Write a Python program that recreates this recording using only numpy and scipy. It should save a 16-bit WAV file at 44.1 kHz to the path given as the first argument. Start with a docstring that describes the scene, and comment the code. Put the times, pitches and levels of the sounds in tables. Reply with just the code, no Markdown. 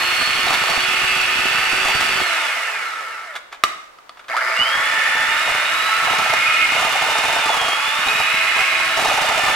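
"""A kitchen counter, a stereo pair close to a glass bowl. An electric hand mixer is beating soft cheese:
the motor hums and whines on multiples of its shaft speed, worm gears rattle the housing, brushes hiss,
and the beaters slap the cheese and clatter on the glass. At 2.2 s it is switched off and coasts to a
stop; the casing clicks and steel clanks on the bowl. At 4.3 s it growls back up to speed and is pressed
into the mixture again and again. Counter, tiles and the small room answer throughout."""
import sys
import numpy as np
from scipy import signal
from scipy.fft import rfft, irfft
from scipy.io import wavfile
from scipy.ndimage import uniform_filter1d

SR = 44100
rng = np.random.default_rng(int(sys.argv[2]) if len(sys.argv) > 2 else 0)


def pcm_store(signal):
    """Save signal as 16-bit PCM."""
    levels = np.round(np.clip(np.atleast_2d(signal), -1, 1) * 32767)
    wavfile.write(sys.argv[1], SR, levels.astype(np.int16).T)


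N = 421155
TIME = np.arange(N) / SR
TAPS = 8192
FREQ = np.maximum(np.arange(TAPS // 2 + 1) * SR / TAPS, 1)
SWITCH_OFF_S, STOP_S, RESTART_S, RUN_UP_S = 2.19, 3.37, 4.285, .215
WORKING_HZ, MAINS_HZ = 300, 60
GEAR_TEETH = 20  # shaft turns to one beater turn
POWERED = (TIME < SWITCH_OFF_S) | (TIME > RESTART_S)
MAINS_PULSE = POWERED * np.cos(4 * np.pi * MAINS_HZ * TIME)  # the magnetic pull peaks twice a cycle

# resonances of the glass bowl, damped by cheese: f/Hz, width/Hz, level/dB
BOWL_MODES = [(447, 62, -6), (673, 51, 2.5), (770, 28, 6), (878, 31, 5.5), (1004, 72, -1), (1197, 91, 3),
              (1370, 150, -40), (2460, 290, -18), (4270, 7500, -12.5)]


def undb(db):
    """Decibels to gain."""
    return 10 ** (np.asarray(db) / 20)


def unit(x):
    """Scale to rms 1."""
    return x / np.sqrt(np.mean(x ** 2))


def curves(*tables):
    """Join tables in time and give each column at every sample."""
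    seconds, *columns = np.vstack(tables).T
    return [np.interp(TIME, seconds, column) for column in columns]


def walk(rate):
    """Random levels held 1 / rate s and slewed twice; spread near 1."""
    hold = max(int(SR / rate), 1)
    steps = np.repeat(rng.standard_normal(N // hold + 1), hold)
    return 1.36 * uniform_filter1d(uniform_filter1d(steps, hold), hold)[:N]


def response(gain):
    """Causal impulse response with the given gain on FREQ."""
    cepstrum = irfft(np.log(gain + 1e-6))
    cepstrum[1:TAPS // 2] *= 2
    cepstrum[TAPS // 2 + 1:] = 0
    return irfft(np.exp(rfft(cepstrum)))


def colour(points):
    """Response of a smooth spectrum."""
    hz, db = np.transpose(points)
    return response(undb(np.interp(np.log(FREQ), np.log(hz), db)))


def body(modes):
    """Response of an object with these resonances; each radiates little below its pitch."""
    power = sum(undb(db) ** 2 / (1 + ((FREQ ** 2 - hz ** 2) / (FREQ * width)) ** 2)
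                / (1 + (hz / FREQ / 2) ** 4) for hz, width, db in modes)
    return response(np.sqrt(power))


def resonance_gain(hz, modes):
    """Gain that a set of resonances gives a tone at hz."""
    return sum(undb(db) / (1 + (2 * (hz - centre) / width) ** 2) for centre, width, db in modes)


def through(x, impulse):
    """Pass a sound through a response."""
    return signal.fftconvolve(x, impulse)[:N]


def rolloff(x, hz, kind, order=1):
    """High-pass or low-pass, gentle by default."""
    return signal.sosfilt(signal.butter(order, min(hz, SR / 2 - 1), kind, fs=SR, output="sos"), x)


def noise(impulse, force=1):
    """Noise that follows a force and passes through a response, at rms 1."""
    return unit(through(force * rng.standard_normal(N), impulse))


def wide(source, hz=3500):
    """A source that radiates from many spots: the microphones share its lows but not its treble."""
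    mid, side = source(), rolloff(source(), hz, "high")
    return np.array([mid + side, mid - side])


def pulses(places, sizes, turns):
    """Single-sample blows, each when the shaft reaches its place, counted in turns."""
    seconds = np.interp(places, turns, TIME, right=2 * TIME[-1])
    return np.bincount(np.clip(seconds * SR, 0, N).astype(int), sizes, N + 1)[:N]


def tones(turns, orders, jitter=.0045, flutter_db=2.5, fade_db=1.1):
    """Lines on multiples of the shaft angle; backlash shakes the angle, each line flutters and fades."""
    angle = 2 * np.pi * (turns + jitter * walk(60))
    out = np.zeros(N)
    for multiple, gain in orders:
        waver = undb(flutter_db * (walk(20) - .3) + fade_db * walk(6))
        out += np.sqrt(2) * gain * waver * np.sin(multiple * angle + 2 * np.pi * rng.random())
    return out


def room_tone(level_db=-48.5):
    """The kitchen's faint steady noise, different at each microphone."""
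    # background spectrum: f/Hz, level/dB
    spectrum = [(20, -13), (45, -7), (90, -17), (160, -16.5), (600, -4), (1300, -2), (2500, -11.5),
                (6000, -20.5), (15000, -31)]
    return undb(level_db) * np.array([noise(colour(spectrum)) for _ in range(2)])


def kitchen(pair, near_db=-11, near_s=.019, room_db=-11, low_t60=.59, high_t60=.24, right_db=1.34):
    """Direct sound, glances off counter and tiles, and the room's tail; a little louder on the right."""
    t = TIME[:SR]
    channels = []
    for lag, (x, side_db) in enumerate(zip(pair, (-right_db / 2, right_db / 2))):
        glances, late = rng.standard_normal((2, SR))
        early = np.exp(-t / near_s)
        bright = rolloff(late, 7000, "high")
        tail = (late - bright) * undb(-60 * t / low_t60) + bright * undb(-60 * t / high_t60)
        impulse = undb(near_db) * unit(glances * early) + undb(room_db) * unit(tail * (1 - early))
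        impulse /= np.sqrt(SR)
        impulse[lag] += 1  # the direct sound reaches the right microphone one sample later
        channels.append(undb(side_db) * through(x, impulse))
    return np.array(channels)


def strikes(rows, modes, gain_db, crunch, contact_s, bright_hz):
    """Blows on one object: a push and a short burst of chatter ring its modes; gentle blows are duller."""
    out, impulse = np.zeros(N + 2 * TAPS), body(modes)
    for seconds, db in rows:
        push = crunch * rng.standard_normal(TAPS) * np.exp(-TIME[:TAPS] / contact_s)
        push[0] += 1
        ring = rolloff(signal.fftconvolve(push, impulse), bright_hz * undb(db / 2), "low")
        start = int(seconds * SR)
        out[start:start + len(ring)] += undb(db + gain_db) * ring / np.linalg.norm(ring)
    return out[:N]


def sharp_hits():
    """Hard contacts ring the bowl, the beaters, the casing and the rim."""
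    # contacts: t/s, relative level/dB
    knocks = [(.467, -20), (.533, -16), (.639, -19), (1.886, -17), (2.007, -19), (2.202, -23), (6.338, -16),
              (9.452, -18)]  # knocks that ring the bowl: mostly a beater catching it; the one at 2.2 s comes as the switch goes off
    clanks = [(3.637, -3.5), (3.987, -38), (4.094, -30)]  # steel strikes bare glass
    clicks = [(.526, -12), (.54, -6), (2.01, -6.5), (2.2, -12), (3.337, -30), (3.353, -17), (3.36, -14),
              (3.519, -28), (3.526, -18.5), (3.545, -26), (4.172, -30), (4.194, -25), (4.242, -32),
              (4.283, -21), (4.367, -11)]  # switch and casing click
    pings = [(.482, -15.5), (8.085, -14)]  # a wire grazes the rim
    # resonances: f/Hz, width/Hz, level/dB
    steel = [(55, 110, -14.5), (346, 200, -10.5), (663, 69, 4), (1196, 62, 13.5), (1304, 53, 9.5),
             (2010, 320, 0), (2840, 650, -2), (3660, 600, -3.5), (4620, 300, 2), (7940, 3400, -14.5),
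             (12000, 4000, -21)]  # beaters, with the low thump of the bowl on the counter
    plastic = [(690, 330, -1), (1340, 490, 6.5), (2230, 450, -2), (3540, 410, -1), (4300, 490, -14),
               (8600, 4000, -19)]  # switch and casing
    rim = [(3790, 53, 0)]  # rim of the glass
    return (strikes(knocks, BOWL_MODES, gain_db=22, crunch=.04, contact_s=.0032, bright_hz=14000)
            + strikes(clanks, steel, gain_db=22.5, crunch=.13, contact_s=.0042, bright_hz=13000)
            + strikes(clicks, plastic, gain_db=15, crunch=.26, contact_s=.012, bright_hz=20000)
            + strikes(pings, rim, gain_db=18, crunch=.03, contact_s=.003, bright_hz=20000))


def bumps(turns, swell_s=.0055, cushion_hz=2000):
    """Pressed to the wall, a beater bumps the bowl once a turn: a soft push, cushioned by cheese."""
    # runs of bumps: first t/s, count, level/dB
    runs = [(.467, 1, -25), (.678, 2, -25), (5.473, 1, -22.5), (6.068, 5, -22.5), (6.76, 2, -24),
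            (6.951, 4, -21), (7.292, 2, -22.5), (7.489, 1, -18), (7.608, 1, -21), (8.984, 7, -19.5)]
    # hollow of the bowl: f/Hz, width/Hz, level/dB
    hollow = [(682, 42, 1), (772, 40, -1), (880, 45, -2)]
    out, impulse = np.zeros(N + 2 * TAPS), rolloff(body(hollow), cushion_hz, "low", order=2)
    age = TIME[:TAPS] / swell_s
    for first, count, db in runs:
        for start in np.searchsorted(turns, turns[int(first * SR)] + GEAR_TEETH * np.arange(count)):
            ring = signal.fftconvolve(age * np.exp(-age) * rng.standard_normal(TAPS), impulse)
            peak_rms = np.sqrt(uniform_filter1d(ring ** 2, size=600).max())
            out[start:start + len(ring)] += undb(db) * ring / peak_rms
    return out[:N]


def pressure(pace, skim_glass_db=-32.5, skim_cheese_db=-51, lumps_db=2.5, attack_s=.0089, release_s=.017):
    """Strength of clatter and of thuds: light skimming over lumps, and a surge for each press."""
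    # beaters pressed into the mixture: t/s, length/s, glass level/dB, cheese level/dB
    presses = [(0, 2.22, -46, -42.5), (0.473, 0.063, -25.5, -43), (0.633, 0.11, -26.5, -51),
               (1.835, 0.082, -24.5, -43), (2.27, 0.069, -43, -54), (4.587, 0.062, -43, -39),
               (5.076, 0.23, -43, -49.5), (5.454, 0.13, -30, -45), (6.065, 0.28, -27, -41.5),
               (6.358, 0.37, -44, -45), (6.715, 1.01, -23.5, -43.5), (8.033, 0.18, -26, -43),
               (8.32, .07, -39, -45.5), (8.539, 0.08, -26, -42), (8.961, 0.61, -22, -40.5)]
    in_cheese = (TIME < SWITCH_OFF_S) | (TIME > RESTART_S + 2 * RUN_UP_S)
    glass_power = (undb(skim_glass_db) * pace) ** 2
    cheese_power = in_cheese * undb(skim_cheese_db + lumps_db * walk(15)) ** 2
    for start, length, glass_db, cheese_db in presses:
        span = slice(*np.searchsorted(TIME, [start, start + length + 10 * release_s]))
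        age = TIME[span] - start
        force = np.minimum(age / attack_s, 1) * np.exp(-np.maximum(age - length, 0) / release_s)
        glass_power[span] += (undb(glass_db) * force) ** 2
        cheese_power[span] += (undb(cheese_db) * force) ** 2
    return np.sqrt(glass_power), np.sqrt(cheese_power)


def beaters(turns, pace, clatter_db=-2, thud_db=-1, scatter_db=4, slap_s=.0093, churn=.69, muffle_hz=6000):
    """Four pairs of blades pass per beater turn; each slaps cheese and scuffs glass with its own force."""
    # thud of the cheese: f/Hz, level/dB
    thud_spectrum = [(15, 3.5), (30, 2), (70, 1.5), (130, 3), (260, 2), (450, 0.5), (900, -28), (3000, -70)]
    glass, cheese = pressure(pace)
    timing, force = rng.standard_normal((900, 2)).T
    passes = (np.arange(len(timing)) + timing / 2) * GEAR_TEETH / 4
    blows = pulses(passes, undb(scatter_db * np.minimum(force, 2)), turns)
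    slaps = through(blows, np.exp(-TIME[:TAPS] / slap_s))
    muffled_bowl = rolloff(body(BOWL_MODES), muffle_hz, "low")
    clatter = undb(clatter_db) * glass * noise(muffled_bowl, slaps + churn)
    # the thuds are close to the microphones and lean to the right
    shared, left, right = (undb(thud_db) * cheese * noise(colour(thud_spectrum), slaps) for _ in range(3))
    return clatter, np.array([.42 * shared + .47 * left, .5 * shared + 1.98 * right])


def start_torque(stick_s=.002):
    """Extra torque, 1 at the restart and fading once the rotor has broken free."""
    return (TIME >= RESTART_S) * np.exp(-np.maximum(TIME - RESTART_S - stick_s, 0) / RUN_UP_S)


def shaft_speed(coast_s=1.75, friction_hz_per_s=146):
    """Turns per second: drag and friction slow the rotor until it sticks; switched on, it runs up again."""
    # shaft speed that the load of cheese allows: t/s, f/Hz
    first_run = [(0.0, 358), (1.12, 377.2), (1.24, 372.4), (2.0, 383.0), (2.19, 378)]
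    second_run = [(5, 303), (5.23, 293), (5.44, 313), (5.56, 302), (5.8, 321), (6, 332), (6.2, 313),
                  (6.6, 309), (6.9, 301), (7.25, 306), (7.42, 300), (7.6, 272), (7.72, 270), (8.08, 313),
                  (8.4, 327), (9, 324), (9.22, 300), (9.55, 295)]
    loaded, = curves(first_run, second_run)
    brake = friction_hz_per_s * coast_s
    coasting = (first_run[-1][1] + brake) * np.exp((SWITCH_OFF_S - TIME) / coast_s) - brake
    restarted = loaded * (1 - start_torque())
    return np.select([TIME < SWITCH_OFF_S, TIME < STOP_S, TIME < RESTART_S], [loaded, coasting, 0], restarted)


def throb(depth=.021, start_depth=.5):
    """Torque pulses with the mains while current flows, most strongly at the restart."""
    return 1 + (depth + start_depth * start_torque()) * MAINS_PULSE


def brushes(speed, level_db=-35.5, spark_db=3):
    """Sparking brushes give a flickering hiss that grows with the speed."""
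    # brush hiss: f/Hz, level/dB
    spectrum = [(1500, -22), (3000, 4), (4200, -1), (5300, 1.5), (6300, -7), (8000, -4), (10000, -9),
                (12500, -13.5), (15800, -49)]
    sparking = undb(spark_db * walk(900)) * throb()
    return undb(level_db) * (speed / WORKING_HZ) ** 1.58 * wide(lambda: noise(colour(spectrum), sparking))


def squeal(turns, start_db=-4):
    """Coasting down or running up, the rotor's unsteady tones sweep through one resonance after another."""
    # rotor tones: multiple of the shaft speed, level/dB
    orders = [(4, -18), (8, -8), (12, -11), (24, -4), (36, -14), (48, -12)]
    # resonances on their way: f/Hz, width/Hz, level/dB
    modes = [(680, 240, -4), (2000, 400, 0), (2650, 250, -9), (4250, 700, -11)]
    lines = tones(turns, [(k, undb(db)) for k, db in orders], jitter=.011, flutter_db=3.5)
    gliding = ~POWERED + undb(start_db) * start_torque()
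    return gliding * through(lines, response(resonance_gain(FREQ, modes)))


def whine(turns, speed, rough=1.2):
    """The commutator whines, swelling in frame resonances; rough at the restart, it then gains overtones."""
    # twelve bars and their overtones: multiple of the shaft speed, level/dB
    orders = [(12, 0), (24, -17), (36, -15), (48, -25)]
    # whine against the rattle: t/s, level/dB
    levels = [(.25, -4), (.6, -12), (1.4, -14.5), (2.2, -11), (2.3, -17), (2.75, -12.5), (3.25, -22),
              (4.5, -21), (4.9, -12), (5.9, -13.5), (6.3, -17), (7.2, -10.5), (8.15, -9), (8.55, -21),
              (9.1, -10), (9.55, -15)]
    # frame resonances that lift it under power: f/Hz, width/Hz, level/dB
    frame = [(900, 350, -11), (1330, 380, -1), (1850, 400, -5), (2950, 170, 5), (3250, 80, -7)]
    bars, level, torque = orders[0][0], undb(curves(levels)[0]), start_torque()
    swell = np.hypot(level, POWERED * resonance_gain(bars * speed, frame))
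    judder = rough * torque
    shake = (1 + judder * walk(300)) / np.hypot(1, judder)
    fundamental = swell * shake * tones(turns, [(bars, 1)], jitter=.0045 + .014 * torque, flutter_db=1.6)
    overtones = level * (1 - torque) ** 7 * tones(turns, [(k, undb(db)) for k, db in orders[1:]])
    return throb(depth=.25) * rolloff(fundamental + overtones, 800, "high", order=4)


def hum(turns, pace, throb_depth=.55, sideband_db=-15):
    """Rotor tones and their mains sidebands swell and fade as the load slides them across resonances."""
    # rotor and fan: multiple of the shaft speed, first run level/dB, second run level/dB
    orders = [(1, -14.5, -17), (2, -14, -16), (3, -17, -15.5), (4, -13.5, -14.5), (5, -21, -16),
              (6, -17, -14), (7, -13, -11), (8, -12, -11.5), (9, -11.5, -17), (33, -31, -48)]
    # housing resonances: f/Hz, width/Hz, level/dB
    housing = [(375, 95, -8), (665, 100, -4.5), (888, 55, 3.5), (1105, 55, 0), (1200, 60, -7),
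               (1310, 110, -2), (1505, 65, 0), (1630, 45, -1), (1775, 60, 2), (1935, 65, 0), (2150, 100, 2),
               (2490, 90, 2), (2670, 100, -4), (2885, 130, 0), (3300, 300, -1), (12000, 4000, 0)]
    lines = [(k, undb(np.where(TIME > RESTART_S, second, first)) * (1 + throb_depth * (k > 2) * MAINS_PULSE))
             for k, first, second in orders]
    # the strongest sideband stands above the third multiple
    sideband = POWERED * tones(3 * turns + 2 * MAINS_HZ * TIME, [(1, undb(sideband_db))])
    radiated = through(tones(turns, lines) + sideband, response(resonance_gain(FREQ, housing)))
    return np.where(POWERED, pace ** 2, pace) * radiated


def gears(turns, speed, loose=1.74, scatter_db=1, scrapes_per_tooth=9):
    """Each tooth scrapes in its own way, repeating every beater turn; loose impacts fall in between."""
    per_round, rounds = GEAR_TEETH * scrapes_per_tooth, int(turns[-1] / GEAR_TEETH) + 1
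    places = (np.arange(rounds)[:, None] + rng.random(per_round)) * GEAR_TEETH
    sizes = rng.standard_normal(per_round) * undb(scatter_db * rng.standard_normal(places.shape))
    scrapes = pulses(places.ravel(), sizes.ravel(), turns)
    chatter = rng.standard_normal(N) * (rng.random(N) < (4000 + 20 * speed) / SR)
    return unit(scrapes) + loose * unit(chatter)


def rattle(turns, speed, modes, tooth_hz=11000):
    """The worm gears shake one part of the housing, which rings at its resonances."""
    impulse = rolloff(body(modes), tooth_hz, "low")
    return wide(lambda: unit(through(gears(turns, speed) * throb(), impulse)))


def grip(pair, q=22):
    """As grip and tilt shift, the hand damps and frees the housing: single resonances swell and fade."""
    # freed resonances: t/s, length/s, f/Hz, relative level/dB
    swells = [(.7, 1.6, 2660, 3.5), (2.7, .7, 1320, 5), (4.2, .6, 670, 6), (4.2, .6, 4850, 6),
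              (4.65, .8, 1820, 4.5), (5.6, 1.3, 1325, 4), (6.2, .6, 2120, 5.5), (6.35, .45, 2480, 3.5),
              (7.2, .9, 870, 5), (7.4, .75, 1130, 6), (7.95, .95, 2520, 3.5), (8.15, .8, 2120, 3.5)]
    out = pair.copy()
    for start, length, hz, db in swells:
        span = slice(*np.searchsorted(TIME, [start, start + length]))
        ring = signal.lfilter(*signal.iirpeak(hz, q, fs=SR), pair[:, span])
        out[:, span] += undb(db - 1) * signal.windows.tukey(ring.shape[1], .5) * ring
    return out


def motor(turns, speed, pace, case_db=-1, shell_db=-2, shell_right_db=2, growl_attack_s=.012):
    """Rattle, hiss and tones all follow the speed; starting torque makes the gears growl."""
    # rattle at working speed: t/s, gear case level/dB, shell level/dB
    first_run = [(0.05, -21.5, -24.5), (0.06, -24, -23), (2.15, -23, -26.5)]
    second_run = [(4.8, -21, -31), (4.88, -21.5, -27), (5.57, -22, -26), (6.66, -23.5, -24.5),
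                  (7.88, -23.5, -24.5), (7.97, -23, -25.5), (8.77, -23.5, -25), (9.32, -23.5, -25),
                  (9.5, -22.5, -24.5)]
    # resonances of gear case and plastic shell: f/Hz, width/Hz, level/dB
    case_modes = [(545, 96, -9), (665, 31, -2.5), (890, 24.4, 2.5), (1170, 200, -1), (1220, 63, -2),
                  (1340, 56, 7), (1458, 78, 5.5), (1619, 30, 4.5), (1794, 63, 7), (1968, 59, 4),
                  (2030, 27, 3), (2168, 90, 6.5), (4870, 82, -16)]
    shell_modes = [(2450, 140, 2.5), (2625, 340, 2), (2870, 53, 5.5), (3480, 300, -5.5), (4300, 200, -9)]
    gear_db, panel_db = curves(first_run, second_run)
    growl = start_torque() * np.clip((TIME - RESTART_S) / growl_attack_s, 0, 1)
    drive = undb(gear_db) * (pace + growl)
    lean = undb(np.array([[-shell_right_db], [shell_right_db]]) / 2)
    gear_case = undb(case_db) * drive * rattle(turns, speed, case_modes)
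    shell = lean * undb(panel_db + shell_db) * pace ** 1.7 * rattle(turns, speed, shell_modes)
    hiss = brushes(speed)
    ringing = hum(turns, pace) + whine(turns, speed) + squeal(turns)
    return gear_case + shell + hiss + drive * ringing


def scene():
    """Mixer, bowl and switch as the pair hears them, over the kitchen's room tone."""
    speed = shaft_speed()
    turns = np.cumsum(speed) / SR
    pace = np.minimum(speed / WORKING_HZ, 1)  # share of working speed
    clatter, thuds = beaters(turns, pace)
    hits = sharp_hits()
    background = room_tone()
    knocking = kitchen([hits, hits], near_db=-9)  # stronger glances off counter and tiles
    mixer = kitchen(grip(motor(turns, speed, pace)) + clatter + bumps(turns))
    return background + knocking + thuds + mixer


def record(dry, top_hz=15850):
    """The recorder flattens the highest peaks and cuts the top."""
    return signal.sosfilt(signal.ellip(10, .2, 70, top_hz, fs=SR, output="sos"), np.clip(dry, -1, 1))


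dry = scene()
out = record(dry)
pcm_store(out)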